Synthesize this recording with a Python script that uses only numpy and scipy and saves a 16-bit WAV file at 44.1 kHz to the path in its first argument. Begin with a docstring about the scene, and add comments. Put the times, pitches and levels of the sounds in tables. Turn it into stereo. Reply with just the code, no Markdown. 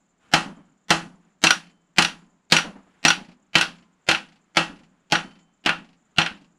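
"""A small steel hammer flares the end of a copper tube held in a steel clamp in a bench vice: twelve blows.
Each blow layers shaped noise for crack, clank and room over the decaying sines of rig and hammer head.
After most, the clamp chatters in the jaws: short noise bursts and sines of its own.
The bench rocks in dull noise knocks, small things on it rattle, and loose tools ring on as faint sines.
Underneath, all noise: steady workshop air, a hand rustle that swells and fades, a thin flickering hiss."""
import sys
import numpy as np
from scipy import signal
from scipy.fft import rfft, irfft
from scipy.io import wavfile

SR = 44100
rng = np.random.default_rng(int(sys.argv[2]) if len(sys.argv) > 2 else 0)


def to_wav(sig):
    """Store sig (one row per channel, or 1-D mono) as 16-bit WAV at the path in sys.argv[1].

    Samples outside -1..1 are clipped; the rate is SR.
    """
    pcm = np.clip(np.atleast_2d(sig), -1, 1) * 32767
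    pcm = np.round(pcm).astype(np.int16)
    wavfile.write(sys.argv[1], SR, pcm.T)  # frames by channels


N = 290178
SPAN = 32768  # samples for one contact to die away
AGE = np.arange(SPAN) / SR  # seconds since the contact
BODY_HZ, CLANG_HZ, EDGE_HZ = 1420, 2900, 6200  # where one contact differs in colour from the next


def from_db(db):
    """Decibels to gain."""
    return 10 ** (np.asarray(db) / 20)


def at_hz(points, hz):
    """Read a table on a log-frequency axis."""
    known_hz, values = np.transpose(points)
    return np.interp(np.log(np.maximum(hz, 1)), np.log(known_hz), values)


def add(out, s, sound):
    """Mix a sound in from a given time in seconds."""
    start = int(round(s * SR))
    size = max(0, min(sound.shape[-1], N - start))
    out[:, start:start + size] += sound[:, :size]


# left level minus right level: [f/Hz, level/dB]
LEFT_OVER_RIGHT = [(60, -3.4), (170, -3.8), (330, -6), (520, -9), (820, -8), (970, -1.5), (1900, -3.5),
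                   (3000, -1.7), (4200, -2), (5800, -4.5), (9000, 2.5), (13000, -1.4)]
# phase by which the left side leads: [f/Hz, phase/rad]
LEFT_LEAD = [(170, -.15), (330, -.2), (600, .35), (950, 1.2), (1400, .7), (1900, 1.1), (2700, .6),
             (4400, .3), (5500, -.3), (8000, -.6), (10500, -1.5), (12500, -2.1)]


def panned(hz):
    """Complex left and right gains: the two sides differ in level and phase at each frequency."""
    half = np.array([[.5], [-.5]])
    level = from_db(at_hz(LEFT_OVER_RIGHT, hz) * half)
    phase = at_hz(LEFT_LEAD, hz) * half
    return level * np.exp(1j * phase)


# left-right likeness of near sound, before panning: [f/Hz, correlation]
NEAR_LIKENESS = [(200, 0.96), (700, 0.3), (1500, .98), (3000, .94), (6000, 0.76), (10000, .65)]
# left-right likeness of diffuse sound, before panning: [f/Hz, correlation]
DIFFUSE_LIKENESS = [(170, .98), (350, .88), (700, .5), (1500, .45), (3000, .6), (6000, .45), (10000, .3)]


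def noise(spectrum, likeness, size, colour=((1, 0), (2, 0))):
    """Stereo noise: a spectrum levelled to unit rms gain, then tinted by a colour in dB and panned."""
    hz = np.arange(size // 2 + 1) * SR / size
    gain = from_db(at_hz(spectrum, hz))
    gain = gain / np.sqrt(np.mean(gain ** 2))
    gain = gain * from_db(at_hz(colour, hz))
    alike = np.clip(at_hz(likeness, hz), -1, 1)
    mid, side = rfft(rng.standard_normal((2, size)))
    opposite = np.array([[1], [-1]])
    pair = np.sqrt((1 + alike) / 2) * mid + np.sqrt((1 - alike) / 2) * side * opposite
    return irfft(pair * gain * panned(hz), size)


def fade(t60, rise_s, hold_s=0):
    """Swell, hold, then die away exponentially."""
    swell = np.minimum(AGE / rise_s, 1) ** 2
    decay_db = -60 * np.maximum(AGE - hold_s, 0) / t60
    return swell * from_db(decay_db)


def mode_shapes(modes, rise_s):
    """One decaying stereo sine a mode, each starting at a random phase of its own."""
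    shapes = []
    for hz, db, t60 in modes:
        turns = hz * AGE + rng.random()
        sine = np.real(panned(hz) * np.exp(2j * np.pi * turns))
        shapes.append(from_db(db) * fade(t60, rise_s) * sine)
    return np.array(shapes)


def ring(modes, shapes, colour, scatter_db):
    """Each contact strikes every mode with a strength of its own."""
    strength_db = at_hz(colour, np.array(modes)[:, 0]) + scatter_db * rng.standard_normal(len(modes))
    return np.tensordot(from_db(strength_db), shapes, axes=1)


# still air of the workshop: [f/Hz, relative level/dB per Hz]
STILL_AIR = [(15, -39), (25, -7), (95, -18), (181, 1.5), (264, -6), (415, -11), (488, -15), (729, -12.5),
             (952, -12), (1350, -13.5), (1760, -16.5), (5140, -30), (7090, -26), (11200, -45),
             (15000, -60.5)]
# rustle of the hands: [f/Hz, relative level/dB per Hz]
HAND_RUSTLE = [(100, -6.5), (250, 1), (600, -7), (1400, -0.5), (3200, -10), (4500, -20.5), (10000, -25.5),
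               (12000, -38.5)]
# the hands shift on clamp and handle: [middle t/s, length/s, peak level/dB]
HAND_SHIFTS = [(0.275, .18, -60), (.58, 0.38, -69.5), (1.27, 0.18, -69.5), (2.98, 0.56, -63.5),
               (4.5, 3, -71.5), (6.25, .6, -68.5)]
# thin flickering hiss: [f/Hz, relative level/dB per Hz]
THIN_HISS = [(5500, -38), (6600, -4), (7200, 3), (7800, -9), (9000, -40)]


def background():
    """Still air, hands whose rustle swells and fades with each shift, and a hiss of random flickering level."""
    t = np.arange(N) / SR
    movement = np.zeros(N)
    for middle_s, length_s, db in HAND_SHIFTS:
        swell = np.cos(np.pi * np.clip((t - middle_s) / length_s, -.5, .5))
        movement += from_db(db) * swell
    hands = movement * noise(HAND_RUSTLE, DIFFUSE_LIKENESS, N)
    flicker_db = np.interp(t, np.linspace(0, t[-1], num=500), rng.uniform(-12, 12, size=500))
    hiss = from_db(-80.0 + flicker_db) * noise(THIN_HISS, DIFFUSE_LIKENESS, N)
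    air = from_db(-68.5) * noise(STILL_AIR, DIFFUSE_LIKENESS, N)
    return air + hands + hiss


# hammer blows, also played by bench():
# [t/s, level/dB, clang level/dB, bright edge level/dB, bench rocking level/dB, rattle level/dB]
HAMMER_BLOWS = [(0.336, 2, -2.5, -0.5, 3, -20), (0.904, 1.6, -3, 1, -1.5, -18),
                (1.438, -0.14, -1.2, 5, -11.5, 3.5), (1.983, 0.44, 1.7, 2.5, -4.5, -7.5),
                (2.521, 1.6, 1, 3.5, 5.5, -4), (3.05, -1.1, .6, 2.5, 1.5, 5.5),
                (3.553, -1.3, 4, 0, -3, 2.5), (4.087, -2.1, 2, 0, -14.5, 2.5),
                (4.569, -0.4, 0.3, -1.3, -0.5, 4), (5.121, -0.5, -3.5, -3, -4, 2),
                (5.66, -2, -0.2, -7, -6, 1), (6.183, -1.5, 1.5, -4, -3, 1.5)]
# bench, vice, clamp and tube under a blow: [f/Hz, relative level/dB, t60/s]
RIG_MODES = [(81.6, -32, 0.17), (163.6, -10.5, 0.19), (170.2, -28.5, 0.72), (327.2, -13, .25),
             (516, -24, 0.24), (760, -17, 0.23), (832.6, -13.5, 0.27), (970, -19.5, 0.27),
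             (1245, -18.5, 0.26), (1330, -17, 0.23), (1415, -14.5, 0.17), (1606, -15, 0.15),
             (1903, -11.5, 0.25), (2668, -7.5, 0.22), (2830, -14, 0.086), (3050, -16.5, 0.14),
             (3190, -10.5, 0.13), (4120, -13, 0.18), (4422, -19, .22), (4940, -19.5, .14),
             (5350, -22, 0.097), (5660, -24.5, 0.11), (6700, -28.5, 0.2)]
# thin ping of the hammer head: [f/Hz, relative level/dB, t60/s]
HEAD_MODES = [(10690, -34, .38), (11900, -41, .19), (12060, -40, .2), (12310, -39, .19), (12450, -41, .17),
              (13324, -44, .33), (14100, -50, .15)]
# dense clank of the blow, also the bench's rattle: [f/Hz, relative level/dB per Hz]
CLANK_SPECTRUM = [(30, -24), (110, -21), (170, 5.5), (320, -3), (420, -13.5), (780, 4.5), (1100, -11),
                  (1400, -1.5), (2100, 3), (2800, 3.5), (3700, -4), (4500, -2), (10000, -22.5),
                  (14500, -39.5)]
# bright crack of contact, also the clamp's: [f/Hz, relative level/dB per Hz]
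CRACK_SPECTRUM = [(300, -24), (2000, -6), (4500, 1), (7500, -2), (10000, -10.5), (15000, -21)]
# first answer of the room: [f/Hz, relative level/dB per Hz]
ROOM_SPECTRUM = [(35, -16), (110, -16), (200, 1.5), (420, -8.5), (800, -0.5), (1100, 1), (1450, 4),
                 (2100, -4), (2900, 1), (3800, -8.5), (7000, -14.5), (10200, -24), (11000, -41),
                 (15000, -55.5)]
# late, dark answer of the room: [f/Hz, relative level/dB per Hz]
LATE_SPECTRUM = [(40, -6.5), (115, -24), (170, 9.5), (300, -3.5), (450, -15), (900, -9.5), (1500, -13),
                 (3200, -33), (5000, -31.5), (10000, -35), (12000, -64)]


def hammer():
    """The tube yields for a few ms: a bright crack, a dense clank, the modes of rig and head, then the room."""
    out = np.zeros((2, N))
    rig = mode_shapes(RIG_MODES, rise_s=0.0025)
    head = mode_shapes(HEAD_MODES, rise_s=0.001)
    for s, db, clang_db, edge_db, _, _ in HAMMER_BLOWS:
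        colour = [(BODY_HZ, 0), (CLANG_HZ, clang_db), (EDGE_HZ, edge_db)]
        crack = noise(CRACK_SPECTRUM, NEAR_LIKENESS, SPAN, colour)
        crack *= from_db(-17.0) * fade(t60=0.018, rise_s=0.0016, hold_s=0.0015)
        clank = noise(CLANK_SPECTRUM, NEAR_LIKENESS, SPAN, colour)
        clank *= from_db(-7.5) * fade(t60=0.049, rise_s=0.00095, hold_s=0.001)
        modal = from_db(-11.0) * ring(RIG_MODES, rig, colour, scatter_db=2.0)
        ping = from_db(-12.0) * ring(HEAD_MODES, head, colour, scatter_db=1.0)
        room = noise(ROOM_SPECTRUM, DIFFUSE_LIKENESS, SPAN, colour)
        room *= from_db(-14.5) * fade(t60=0.26, rise_s=0.007, hold_s=0.0026)
        late = noise(LATE_SPECTRUM, DIFFUSE_LIKENESS, SPAN)
        late *= from_db(-41.5) * fade(t60=0.71, rise_s=0.021, hold_s=0.04)
        add(out, s, from_db(db) * (crack + clank + modal + ping + room + late))
    return out


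# loose tools ringing in sympathy: [f/Hz, relative level/dB, t60/s]
TOOL_MODES = [(1028, -3, 1.3), (1389, -5, .7), (3063, 0, .75), (3155, -1, .55), (4480, 0, .38)]
# blows that set a loose tool ringing: [t/s, relative level/dB, strongest note f/Hz]
SYMPATHETIC_RINGS = [(0.339, -56, 3156), (1.44, -47, 3060), (1.99, -52, 1031), (3.55, -49.5, 1417),
                     (4.57, -53, 1390), (5.12, -40.5, 4480)]
OTHER_NOTES_DB_PER_OCTAVE = 10.5  # the other tools answer less, the further they lie from that note


def loose_tools():
    """Tools on the bench ring on faintly in sympathy, favouring modes near one note."""
    out, shapes = np.zeros((2, N)), mode_shapes(TOOL_MODES, rise_s=0.004)
    for s, db, note_hz in SYMPATHETIC_RINGS:
        colour = []
        for hz, _, _ in TOOL_MODES:
            octaves_away = abs(np.log2(hz / note_hz))
            colour.append((hz, db - OTHER_NOTES_DB_PER_OCTAVE * octaves_away))
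        add(out, s, ring(TOOL_MODES, shapes, colour, scatter_db=3.5))
    return out


ROCK_DELAY_S, ROCK_PERIOD_S, ROCK_DB, ROCK_LOSS_DB = .12, .11, -38.5, 12.5  # loss is per rock
SECOND_FOOT_S, SECOND_FOOT_DB = .029, -7.5  # after and relative to the first foot


def rocking(rock_db, count):
    """Delay and level of each knock: the bench lands on one foot, then another, weaker with every rock."""
    knocks = []
    for k in range(count):
        for foot_s, foot_db in [(0, 0), (SECOND_FOOT_S, SECOND_FOOT_DB)]:
            delay_s = ROCK_DELAY_S + k * ROCK_PERIOD_S + foot_s
            knocks.append((delay_s, ROCK_DB + rock_db - k * ROCK_LOSS_DB + foot_db))
    return knocks


RATTLE_DELAY_S, RATTLE_GAP_S, RATTLE_JITTER_S = .19, .036, .006
RATTLE_DB, RATTLE_LOSS_DB = -56.5, 2  # loss is per tick


def rattling(rattle_db, count):
    """Delay and level of each tick in a short, uneven, dying run."""
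    ticks = []
    for k in range(count):
        delay_s = RATTLE_DELAY_S + k * RATTLE_GAP_S + RATTLE_JITTER_S * rng.standard_normal()
        ticks.append((delay_s, RATTLE_DB + rattle_db - k * RATTLE_LOSS_DB))
    return ticks


# dull knock of the rocking bench: [f/Hz, relative level/dB per Hz]
SHUDDER_SPECTRUM = [(60, -12), (125, -21.5), (170, 2.5), (280, -0.5), (420, -17), (1000, -16), (1700, -26),
                    (3000, -37), (9000, -89.5)]
KNOCK_TREBLE_DB, KNOCK_TREBLE_PER_DB = 1, 1.02  # harder rocking knocks brighter


def bench():
    """What each blow stirs up: dull double knocks of the rocking bench and ticks of the small things on it."""
    out = np.zeros((2, N))
    for s, *_, rock_db, rattle_db in HAMMER_BLOWS:
        colour = [(300, 0), (600, KNOCK_TREBLE_DB + KNOCK_TREBLE_PER_DB * rock_db)]
        for delay_s, db in rocking(rock_db, count=3):
            knock = noise(SHUDDER_SPECTRUM, DIFFUSE_LIKENESS, SPAN, colour)
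            knock *= fade(t60=0.22, rise_s=0.007, hold_s=0.012)
            add(out, s + delay_s, from_db(db) * knock)
        for delay_s, db in rattling(rattle_db, count=3):
            tick = noise(CLANK_SPECTRUM, DIFFUSE_LIKENESS, SPAN)
            tick *= fade(t60=0.12, rise_s=0.0031, hold_s=0.003)
            add(out, s + delay_s, from_db(db) * tick)
    return out


# the clamp jumps and lands again: [t/s, level/dB, body level/dB, bright edge level/dB, zing level/dB]
CLAMP_LANDINGS = [(1.4683, -0.5, -1, -1.9, 3.5), (1.5055, -2.4, 4, 6, 8.5), (2.0215, -5, -1.5, 6, 4),
                  (2.0467, -8, 1, 3, 3), (2.5649, -1.85, -0.56, 1, 4), (2.5841, -10, 7, 2, 2.5),
                  (3.065, -14.5, 1.5, -1, 2.5), (3.0814, -2.2, -2, 1.5, 8.5),
                  (3.1027, -0.9, -1, -0.5, -7.5), (3.582, -8, -1.3, 3, -9.5), (3.6104, -2, -1.5, 2.5, -9.5),
                  (3.627, -16.5, 9, 1, -4.5), (4.1118, -4, 3.5, 1.5, -10.5), (4.147, -8, 1, -10, -8.5),
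                  (5.1523, -5.5, 2.2, -9.5, -3), (5.6912, -4.5, 4, -9, -11), (6.2148, -5, -8, -10.5, -11),
                  (6.261, -9, 0.5, -7.5, -13)]
# the clamp ringing on its own as it lands: [f/Hz, relative level/dB, t60/s]
CLAMP_MODES = [(791, -20, .12), (1440, -10, .11), (1500, -14, .1), (2690, -10, .08), (2900, -12, .08),
               (4200, -20, .05), (5750, -15, .11), (5790, -19, .16), (9850, -27, .07)]
# short buzzing clink and its echo: [f/Hz, relative level/dB per Hz]
CLINK_SPECTRUM = [(40, -26.5), (170, -15.5), (500, -12.5), (800, -6.5), (1100, -5.5), (1450, 3.5),
                  (2100, -2), (2750, 3.5), (3600, -3), (4500, -5.5), (8000, -21.5), (10000, -19.5),
                  (11500, -33), (15000, -39.5)]
ZING_HZ = 5700  # the clamp's high notes


def chatter():
    """Steel lands on steel: a crack, a short buzzing clink with no weight behind it, and its echo in the room."""
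    out, shapes = np.zeros((2, N)), mode_shapes(CLAMP_MODES, rise_s=0.00043)
    for s, db, body_db, edge_db, zing_db in CLAMP_LANDINGS:
        colour = [(BODY_HZ, body_db), (CLANG_HZ, 0), (EDGE_HZ, edge_db)]
        modal_colour = [(BODY_HZ, body_db), (CLANG_HZ, 0), (ZING_HZ, zing_db)]
        crack = noise(CRACK_SPECTRUM, NEAR_LIKENESS, SPAN, colour)
        crack *= from_db(-14.5) * fade(t60=0.008, rise_s=0.0012, hold_s=0.00064)
        clink = noise(CLINK_SPECTRUM, NEAR_LIKENESS, SPAN, colour)
        clink *= from_db(-9.5) * fade(t60=0.04, rise_s=0.0015, hold_s=0.0033)
        modal = from_db(-10.0) * ring(CLAMP_MODES, shapes, modal_colour, scatter_db=3.5)
        room = noise(CLINK_SPECTRUM, DIFFUSE_LIKENESS, SPAN, colour)
        room *= from_db(-21.5) * fade(t60=0.21, rise_s=0.01, hold_s=0.014)
        add(out, s, from_db(db) * (crack + clink + modal + room))
    return out


def scene():
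    """Blows, ringing tools, settling bench and chatter over the quiet of the workshop."""
    return background() + hammer() + loose_tools() + bench() + chatter()


def soft_onsets(x, first_db, second_db):
    """Every sound is heard faintly just ahead of itself, in two early copies."""
    lead = int(.0107 * SR)
    padded = np.pad(x, ((0, 0), (0, 2 * lead)))
    one_step_early = padded[:, lead:lead + N]
    two_steps_early = padded[:, 2 * lead:]
    return x + from_db(first_db) * one_step_early + from_db(second_db) * two_steps_early


def record(dry):
    """The loudest peaks are rounded off, the onsets smear a little, and the top is cut."""
    rounded = dry / (1 + dry ** 6) ** (1 / 6)
    smeared = soft_onsets(rounded, first_db=-25.0, second_db=-34.5)
    low_pass = signal.cheby2(14, 60, 16200, fs=SR, output="sos")  # 60 dB down from 16200 Hz up
    return signal.sosfilt(low_pass, smeared)


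dry = scene()
out = record(dry)
to_wav(out)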